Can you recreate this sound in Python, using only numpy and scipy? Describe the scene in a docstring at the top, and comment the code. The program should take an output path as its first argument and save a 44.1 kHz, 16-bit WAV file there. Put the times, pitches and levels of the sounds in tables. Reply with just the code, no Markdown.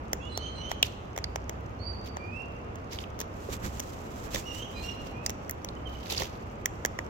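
"""A garden between houses: close by, a cockatoo cracks seeds and digs through a plastic bucket of them.
Cracks are bursts of noise ringing the beak or husk; digging is countless tiny seed knocks; bumps ring the bucket.
Another cockatoo flaps off across the lawn, made of rustling noise and soft puffs of air.
Birds screech and whistle in gliding tones, echoed by the houses.
Distant traffic rumbles underneath as shaped noise, with an engine drone and a faint machine whine."""
import sys
import numpy as np
from scipy import signal
from scipy.fft import rfft, irfft, next_fast_len
from scipy.io import wavfile

SR = 44100
rng = np.random.default_rng(int(sys.argv[2]) if len(sys.argv) > 2 else 0)


def transcribe(u):
    """Save the signal u as a 16-bit wav file named by the first command-line argument.

    u: samples, shape (n,) or (channels, n), limited to [-1, 1]; the rate is SR.
    q: integer samples, one column per channel.
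    """
    v = np.clip(np.atleast_2d(u).T, -1, 1)
    q = np.round(v * 32767).astype(np.int16)
    wavfile.write(sys.argv[1], SR, q)


N = 312669
TIME = np.arange(N) / SR


def from_db(db):
    """Turns decibels into a gain."""
    return 10 ** (np.asarray(db) / 20)


def rms_one(x):
    """Scales a sound to an average strength (RMS) of 1."""
    return x / np.sqrt(np.mean(x ** 2) + 1e-20)


def level(rows):
    """Gain over time, drawn between rows of time and level."""
    return from_db(np.interp(TIME, *np.transpose(rows)))


def at_hz(points, hz):
    """Reads a spectrum in dB along a log-frequency axis."""
    corner, db = np.transpose(points)
    return np.interp(np.log(hz + 1), np.log(corner), db)


def colour(x, spectrum):
    """Shapes a steady sound by a spectrum."""
    size = next_fast_len(N)
    hz = np.arange(size // 2 + 1) * SR / size
    shaped = rfft(x, size) * from_db(at_hz(spectrum, hz))
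    return irfft(shaped, size)[..., :N]


def resonate(x, hz, width_hz):
    """Keeps a band around one pitch, with steep skirts, like a broad resonance."""
    edges = np.clip([hz - width_hz / 2, hz + width_hz / 2], 15, .48 * SR)
    return signal.sosfilt(signal.butter(2, edges, "band", fs=SR, output="sos"), x)


def drift(rate):
    """Chance wandering with a spread of 1, given new values `rate` times a second."""
    knots = rng.standard_normal(4000)
    return rms_one(np.interp(TIME * rate, np.arange(len(knots)), knots))


def add(track, s, sound):
    """Mixes a short sound into a track at a time in seconds."""
    start = max(round(s * SR), 0)
    track[..., start:start + sound.shape[-1]] += sound[..., :N - start]


def swell(s, half_s):
    """A bell-shaped rise and fall about a moment."""
    return np.exp(-.5 * np.minimum(np.abs(TIME - s) / half_s, 10) ** 2)


def panned(x, pan_db):
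    """Makes a distant source louder on one side; pan_db is left minus right."""
    return x * from_db([[pan_db / 2], [-pan_db / 2]])


MIC_LAG_MS = 0.3244


def near(x, pan_db):
    """Places a close source: the right side hears it a moment later; pan_db is left minus right."""
    left, right = np.broadcast_to(x, (2, N))
    late_right = np.interp(TIME - MIC_LAG_MS / 1000, TIME, right)
    return np.array([left * from_db(pan_db / 2), late_right * from_db(-pan_db / 2)])


def echoes(x, t60, gap_s, top_hz):
    """Scattered reflections from walls and ground: dulled, fading 60 dB in t60 seconds, unlike on each side."""
    t = TIME[:SR]
    fade_in = np.clip(t / gap_s - 1, 0, 1)   # nothing comes back before the gap
    tail = rng.standard_normal((2, SR)) * from_db(-60 * t / t60) * fade_in
    tail /= np.sqrt(np.sum(tail ** 2) / 2)
    dull = signal.sosfilt(signal.butter(2, min(top_hz, .45 * SR), fs=SR, output="sos"), x + 1e-18)
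    return signal.fftconvolve(dull[None], tail, axes=1)[:, :N]


# the air of the street, strongest in the bass: [pitch_hz, level_db per Hz]
STREET_SPECTRUM = [(13, -53), (22, -16), (48, -6), (92, -1.5), (143, -9.5), (229, -9), (263, -10.5),
                   (366, -13), (469, -13.5), (1270, -23.5), (1670, -30.5), (2740, -33), (4030, -48.5),
                   (6100, -49.5), (16000, -91)]
# how much the two sides of the street differ: [pitch_hz, difference_db relative to the shared part]
STREET_WIDTH = [(30, -11), (90, -14.5), (200, -14.5), (380, -4), (700, 2), (1290, 5), (2380, 1.5),
                (4400, 1), (15000, 8)]
# engines droning far off, before drone_db is added: [time_s, level_db]
DRONE_LEVELS = [(0, -33), (.5, -40), (1.2, -41.5), (1.9, -39.5), (2.3, -44), (2.7, -51), (3.5, -41),
                (4.3, -53), (4.7, -60), (5.9, -46), (7.09, -45)]
STREET_DB = -41   # the shared part of the traffic wash, before the left-right balance


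def street(drone_db, whine_db):
    """Wide traffic noise, far engines heard as narrow bands of noise, and a thin wavering whine."""
    mid, side, engines = rng.standard_normal((3, N))
    mid = colour(mid, STREET_SPECTRUM)
    side = colour(colour(side, STREET_SPECTRUM), STREET_WIDTH)
    both_sides = (mid + side * [[1], [-1]]) / np.std(mid)
    wash = from_db(STREET_DB + .5 * drift(5)) * both_sides
    hum = resonate(engines, 65.0, 3.8) + 0.26 * resonate(engines, 88.6, 39.0)
    drone = from_db(drone_db) * level(DRONE_LEVELS) * rms_one(hum)
    whine = from_db(whine_db) * rms_one(resonate(rng.standard_normal((2, N)), 1246, 4.1))
    return (wash + drone + whine) * from_db([[-.7], [.7]])   # a little louder on the right


# the beak digging into the seeds: [start_s, length_s, level_db]
DIGS = [(0.709, 0.011, -46.5), (0.853, 0.0085, -39.5), (2.059, 0.0099, -50.5), (2.921, 0.018, -43.5),
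        (2.96, 0.062, -49.5), (3.204, 0.011, -46), (4.346, 0.014, -41), (5.065, 0.0066, -50),
        (5.88, 0.21, -56.5), (6.06, 0.015, -45.5), (6.13, .025, -42), (6.106, 0.018, -33),
        (6.17, 0.082, -38), (6.295, 0.066, -59.5)]
DIG_ATTACK_S, DIG_RELEASE_S = 0.0099, 0.016
SETTLE_DB, SETTLE_S = -15, 0.07   # disturbed seeds go on sliding after a dig
RESTING_DB = -70   # the bird shifting on the rim between digs


def digging():
    """How hard the seeds are stirred: each dig swells, holds and stops, then the seeds settle."""
    power = from_db(RESTING_DB) ** 2
    for s, length, db in DIGS:
        before, after = np.clip(s - TIME, 0, 1), np.clip(TIME - s - length, 0, 2)
        settling = from_db(SETTLE_DB) * np.exp(-after / SETTLE_S)
        release = np.maximum(np.exp(-after / DIG_RELEASE_S), settling)
        power = power + (from_db(db) * np.exp(-before / DIG_ATTACK_S) * release) ** 2
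    return np.sqrt(power)


# overall tone of the moving seeds: [pitch_hz, level_db per Hz]
SEED_SPECTRUM = [(300, 14.5), (700, 4.5), (1400, -4), (2500, 7), (4200, 5.5), (6500, 4), (9500, -14.5),
                 (12000, -1.5), (15000, -8)]


def husks(per_s, spread_db, clump_db, rub, count):
    """Seeds knock together over a steady rub; each kind of seed ticks at a pitch of its own."""
    out = np.zeros((2, N))
    for hz in np.geomspace(400, 15000, count):
        sizes = from_db(spread_db * np.minimum(rng.exponential(1, N), 3)) * rng.choice([-1, 1], N)
        hits = sizes * (rng.random(N) < per_s / SR)
        knocks = rms_one(hits * (1 + 6 * rng.standard_normal((2, N))))   # strengths differ on each side
        out += resonate(knocks + rub * rng.standard_normal((2, N)), hz, 0.3 * hz)
    return rms_one(colour(out, SEED_SPECTRUM)) * from_db(clump_db * drift(200))


def nibbling(db):
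    """Tongue and beak roll a seed about with faint, irregular ticks: tiny bursts of noise."""
    ticks = (rng.random(N) < 12 / SR) * from_db(rng.uniform(-9, 2, N))   # about 12 a second
    fade = np.exp(-1000 / (1.2 * SR))   # each dies away over 1.2 ms
    scrapes = signal.lfilter([1], [1, -fade], ticks + 1e-18) * rng.standard_normal(N)
    return from_db(db) * (resonate(scrapes, 6000, 2400) + .15 * resonate(scrapes, 14000, 3600))


def sharp_burst(hz, width_hz, burst_ms, ring_db, ring_ms, unlike, onset_ms, lead_s):
    """A sharp burst of noise that dies within milliseconds and rings one resonance."""
    ms = (TIME[:2000] - lead_s) * 1000
    onset, after = np.exp(np.minimum(ms, 0) / onset_ms), np.maximum(ms, 0)
    force = onset * (np.exp(-after / burst_ms) + from_db(ring_db) * np.exp(-after / ring_ms))
    chance = rng.standard_normal((3, len(ms)))   # one shared noise, then one for each side
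    snap = resonate(force * (chance[0] + unlike * chance[1:]), hz, width_hz)
    window = .005 * SR   # every burst gets the energy of a level of 1 held for 5 ms
    return snap * np.sqrt(window / np.sum(snap ** 2, axis=1, keepdims=True))


# what a clack of the beak rings with: thud, knock, rattle, click, sizzle:
# [pitch_hz, width_hz, level_db, left_minus_right_db, right_lag_ms]
BEAK_MODES = [(620, 520, -0.5, 2, 0.44), (1916, 490, -5, -7.5, 0.32), (3200, 820, -9.5, -3, 0.21),
              (6230, 1590, -0.5, -1.5, 0.22), (14540, 4200, -7, -1, .29)]
# the beak closing on a seed: [start_s, level_db, brightness_db per octave, extra_knock_db as the mandibles meet]
CLACKS = [(0.1318, -28, 0.8, 2.5), (0.3754, -31.5, 0.6, -6), (.7156, -32, -2, 3), (0.828, -26.5, 1.2, -0.5),
          (1.1633, -42, -1, 2), (1.1773, -33.5, -1.6, 0), (1.187, -42, -1, 4), (1.2416, -48.5, 1, 13),
          (1.3588, -32.5, -2.5, -3), (1.4949, -35, -0.5, 0.5), (2.1691, -39, -4, 0), (2.7569, -47, -2, -4),
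          (3.191, -45, 1, 0), (3.2029, -34, 0.9, -12), (3.2135, -37, 0.5, 0.5), (3.7967, -36.5, 1, -5),
          (3.8011, -35.5, 2, -4), (4.347, -33, 1, -4), (4.359, -38.5, 2, 9), (5.2629, -35, 2, 2),
          (5.2957, -34.5, .5, -0.5), (5.3032, -39, 0.5, -6), (5.4957, -49, 8, 19.5), (5.5103, -53, 10.5, 7),
          (5.6469, -39, 2, -1), (6.22, -34.5, -2, 3.5), (6.658, -28.5, 2.5, 7.5), (6.8504, -27.5, 0, 8.5),
          (6.859, -38, 2.5, 1), (6.9893, -35.5, -3, 10), (7.065, -49.5, -5, -2)]
# husks splitting: [start_s, level_db, pitch_hz]
SPLITS = [(0.7142, -39, 3100), (0.8286, -16.5, 3060), (0.847, -38, 3200), (1.1775, -44, 3300),
          (1.2417, -29, 4500), (2.9876, -34.5, 3360), (3.039, -41, 2720), (4.346, -35, 3200),
          (4.3575, -38, 3200), (5.2626, -25, 5770), (5.296, -43, 3000), (5.688, -39.5, 4130),
          (6.101, -36, 4450), (6.1763, -30, 4130), (6.1805, -28.5, 5000)]
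KNOCK_MODE = 1   # which beak mode, counting from 0, takes the extra knock
BITE_MS, TILT_PIVOT_HZ = 0.83, 2250   # how fast a bite dies; brightness tilts the modes about this pitch
SPLIT_WIDTH, SPLIT_MS, SPLIT_PAN_DB, SPLIT_LAG_MS = 0.24, 1.6, -3.5, 0.11   # width as a share of the pitch
SPLINTER_DB, SPLINTER_WIDTH = -9, 0.82   # the broad crunch that goes with every split


def cracks(ring_db, ring_ms, unlike, onset_ms):
    """A clack rings all the beak's modes, brighter ones favouring the high modes; a husk rings at its own pitch."""
    out, rings = np.zeros((2, N)), []
    lead_s = .003   # short lead before each crack
    for s, db, brightness, knock_db in CLACKS:
        for k, (hz, width_hz, mode_db, pan_db, lag_ms) in enumerate(BEAK_MODES):
            tilt_db = brightness * np.log2(hz / TILT_PIVOT_HZ)
            ring_level_db = db + mode_db + tilt_db + knock_db * (k == KNOCK_MODE)
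            rings.append((s, ring_level_db, hz, width_hz, BITE_MS, pan_db, lag_ms))
    for s, db, hz in SPLITS:
        for part_db, width in ((0, SPLIT_WIDTH), (SPLINTER_DB, SPLINTER_WIDTH)):
            rings.append((s, db + part_db, hz, width * hz, SPLIT_MS, SPLIT_PAN_DB, SPLIT_LAG_MS))
    for s, db, hz, width_hz, burst_ms, pan_db, lag_ms in rings:
        left, right = sharp_burst(hz, width_hz, burst_ms, ring_db, ring_ms, unlike, onset_ms, lead_s)
        add(out[0], s - lead_s, from_db(db + pan_db / 2) * left)
        add(out[1], s - lead_s + lag_ms / 1000, from_db(db - pan_db / 2) * right)
    return out


OVERTONE_PITCH_HZ, OVERTONE_FALL_DB = 3000, 20   # loss of overtones per octave above this pitch


def notes(rows, waver, flutter_db, octave_db, third_db):
    """Gliding notes with weak overtones, purer when high; trembling pitch and level make them hoarse."""
    out, tremor, flutter = np.zeros(N), drift(500), drift(120)
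    for s, length, start_hz, middle_hz, end_hz, db in rows:
        u = np.linspace(0, 1, int(length * SR))   # progress through the note
        span = slice(int(s * SR), int(s * SR) + len(u))
        pitch = np.polyval(np.polyfit([0, .5, 1], [start_hz, middle_hz, end_hz], 2), u)
        phase = 2 * np.pi * np.cumsum(pitch * (1 + waver * tremor[span])) / SR
        octaves_up = max(np.log2(middle_hz / OVERTONE_PITCH_HZ), 0)
        overtones = from_db(octave_db - OVERTONE_FALL_DB * octaves_up)
        tone = np.sin(phase) + overtones * (np.sin(2 * phase) + from_db(third_db) * np.sin(3 * phase))
        rise_and_fall = np.abs(np.sin(np.pi * u)) ** .7
        add(out, s, from_db(db + flutter_db * flutter[span]) * tone * rise_and_fall)
    return out


# clear whistles: [start_s, length_s, start_hz, middle_hz, end_hz, level_db]
WHISTLES = [(.196, 0.14, 2550, 2885, 2950, -49.5), (1.789, .19, 4252, 4642, 4337, -48.5),
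            (1.849, 0.0545, 4800, 4620, 4720, -44), (2.18, 0.15, 2380, 2395, 2570, -50.5),
            (2.301, 0.16, 2454, 2686, 2780, -44.5), (5.123, .18, 2380, 2540, 2785, -54.5),
            (5.763, 0.014, 2980, 3030, 3120, -55.5), (5.855, 0.032, 3140, 3100, 2910, -44),
            (5.949, 0.015, 2960, 2990, 3060, -50)]
# hoarse parrot calls: [start_s, length_s, start_hz, middle_hz, end_hz, level_db]
SCREECHES = [(.209, 0.082, 3350, 3370, 3630, -53.5), (.29, 0.106, 4160, 4080, 4185, -47),
             (.348, 0.053, 4010, 4370, 4140, -44), (.386, 0.12, 2975, 3100, 3110, -43.5),
             (.547, 0.066, 4110, 4140, 4090, -49.5), (.566, 0.18, 2913, 3040, 3317, -44),
             (4.422, 0.046, 2310, 2700, 2630, -53), (4.453, 0.077, 2915, 2847, 2810, -41.5),
             (4.527, .14, 2785, 3037, 3340, -44), (4.737, 0.082, 2575, 2436, 2490, -49.5),
             (4.737, 0.13, 3930, 4100, 4350, -50.5), (4.823, 0.11, 2746, 2812, 2820, -42)]


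def birds(screech_pan_db, whistle_pan_db, rasp, rasp_hz, echo_db, echo_pan_db):
    """Hoarse calls, roughened by fast noise in their level, and clear whistles hang on between the houses."""
    roughness = 1 + rasp * rms_one(resonate(rng.standard_normal(N), rasp_hz, 1.9 * rasp_hz))
    screeches = roughness * notes(SCREECHES, waver=0.01, flutter_db=3.5, octave_db=-11, third_db=-23)
    whistles = notes(WHISTLES, waver=0.0064, flutter_db=2.4, octave_db=-28, third_db=-9)
    direct = panned(screeches, screech_pan_db) + panned(whistles, whistle_pan_db)
    echoed = echoes(screeches + whistles, t60=1.0, gap_s=0.0061, top_hz=8500)
    return direct + from_db(echo_db) * panned(echoed, echo_pan_db)


def grains(per_s, spread_db, hiss, spectrum):
    """Countless small contacts of uneven size over a smooth rub; partly alike on both sides."""
    sizes = from_db(spread_db * np.minimum(rng.exponential(1, (3, N)), 4)) * rng.choice([-1, 1], (3, N))
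    contacts = rms_one(sizes * (rng.random((3, N)) < per_s / SR))
    touches = contacts + hiss * rng.standard_normal((3, N))
    return rms_one(colour(touches[0] + 4.1 * touches[1:], spectrum))   # shared part, then each side's own


# tone of the rubbing feathers: [pitch_hz, level_db per Hz]
FEATHER_SPECTRUM = [(800, -3.5), (1800, 7.5), (3200, 10), (4500, 7.5), (7300, 12), (9500, -5), (12000, 6.5),
                    (15000, 1)]
# tone of the air pushed by the wings: [pitch_hz, level_db per Hz]
PUFF_SPECTRUM = [(60, 5), (160, 5), (330, 0), (700, -13), (1700, -6.5), (4000, -28), (12000, -47)]
# feathers rustling as the bird takes off, flies and lands: [time_s, level_db]
FLIGHT = [(3.25, -80), (3.45, -53), (3.75, -53.5), (4.05, -58), (4.3, -51), (4.65, -57.5), (4.92, -58.5),
          (5.2, -71)]
# downstrokes of the wings: [middle_s, feather_swish_db, air_puff_db]
WINGBEATS = [(3.531, -47.5, -38.5), (3.654, -47.5, -35), (3.77, -64, -51), (4.13, -60, -61),
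             (4.276, -54, -45), (4.365, -39, -36.5), (4.56, -48.5, -62)]
SWISH_S, PUFF_S = 0.025, 0.02   # half lengths of a stroke's two sounds


def wings():
    """Feathers rub all through the flight; each listed downstroke swishes and pushes a puff of air."""
    swishes = sum(from_db(db) * swell(s, SWISH_S) for s, db, _ in WINGBEATS)
    puffs = sum(from_db(db) * swell(s, PUFF_S) for s, _, db in WINGBEATS)
    feathers = grains(per_s=2300, spread_db=4.5, hiss=0.9, spectrum=FEATHER_SPECTRUM)
    rustle = np.hypot(level(FLIGHT), swishes) * feathers * from_db(3.8 * drift(60))
    return rustle + puffs * rms_one(colour(rng.standard_normal(N), PUFF_SPECTRUM))


# bumps on the bucket, each mode's own level being added: [start_s, level_db]
BUMPS = [(3.488, -29.5), (4.345, -30), (4.359, -57), (6.207, -29.5), (6.221, -27.5)]
# the tones of the plastic wall: [pitch_hz, level_db, t60_s to fade by 60 dB]
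BUCKET_MODES = [(197, -18, 0.045), (380, -5, 0.044), (532, -1, 0.04), (690, -19, 0.11), (1100, -4.5, 0.024)]


def bucket():
    """Each bump rings the damped plastic wall, every mode with a strength of its own."""
    out, t = np.zeros(N), TIME[:6000]
    for s, db in BUMPS:
        for hz, mode_db, t60 in BUCKET_MODES:
            fading_db = db + mode_db + rng.normal(0, 3.8) - 60 * t / t60
            add(out, s, rng.choice([-1, 1]) * from_db(fading_db) * np.sin(2 * np.pi * hz * t))
    return out


def scene():
    """The feeding bird up close and a little to the right, the rest of the garden behind it."""
    background = street(drone_db=-3.0, whine_db=-65.0)
    seeds = digging() * husks(per_s=600, spread_db=3.0, clump_db=3.0, rub=0.57, count=15)
    ticks = nibbling(db=-40)
    snaps = cracks(ring_db=-25, ring_ms=8.7, unlike=1.0, onset_ms=0.58)
    calls = birds(screech_pan_db=-10, whistle_pan_db=-17.5, rasp=0.2, rasp_hz=397,
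                  echo_db=-0.5, echo_pan_db=-5)
    flight = near(wings(), pan_db=-6.0)
    feeding = snaps + near(seeds + ticks + bucket(), pan_db=-5.0)
    reflections = from_db(-19.0) * echoes(snaps[0] + seeds[0], t60=0.83, gap_s=0.0037, top_hz=6600)
    return feeding + reflections + flight + calls + background


CUTOFF_HZ = 16300


def record(dry):
    """Cuts the top steeply above the cutoff."""
    return signal.sosfilt(signal.ellip(10, .1, 70, CUTOFF_HZ, fs=SR, output="sos"), dry)


dry = scene()
out = record(dry)
transcribe(out)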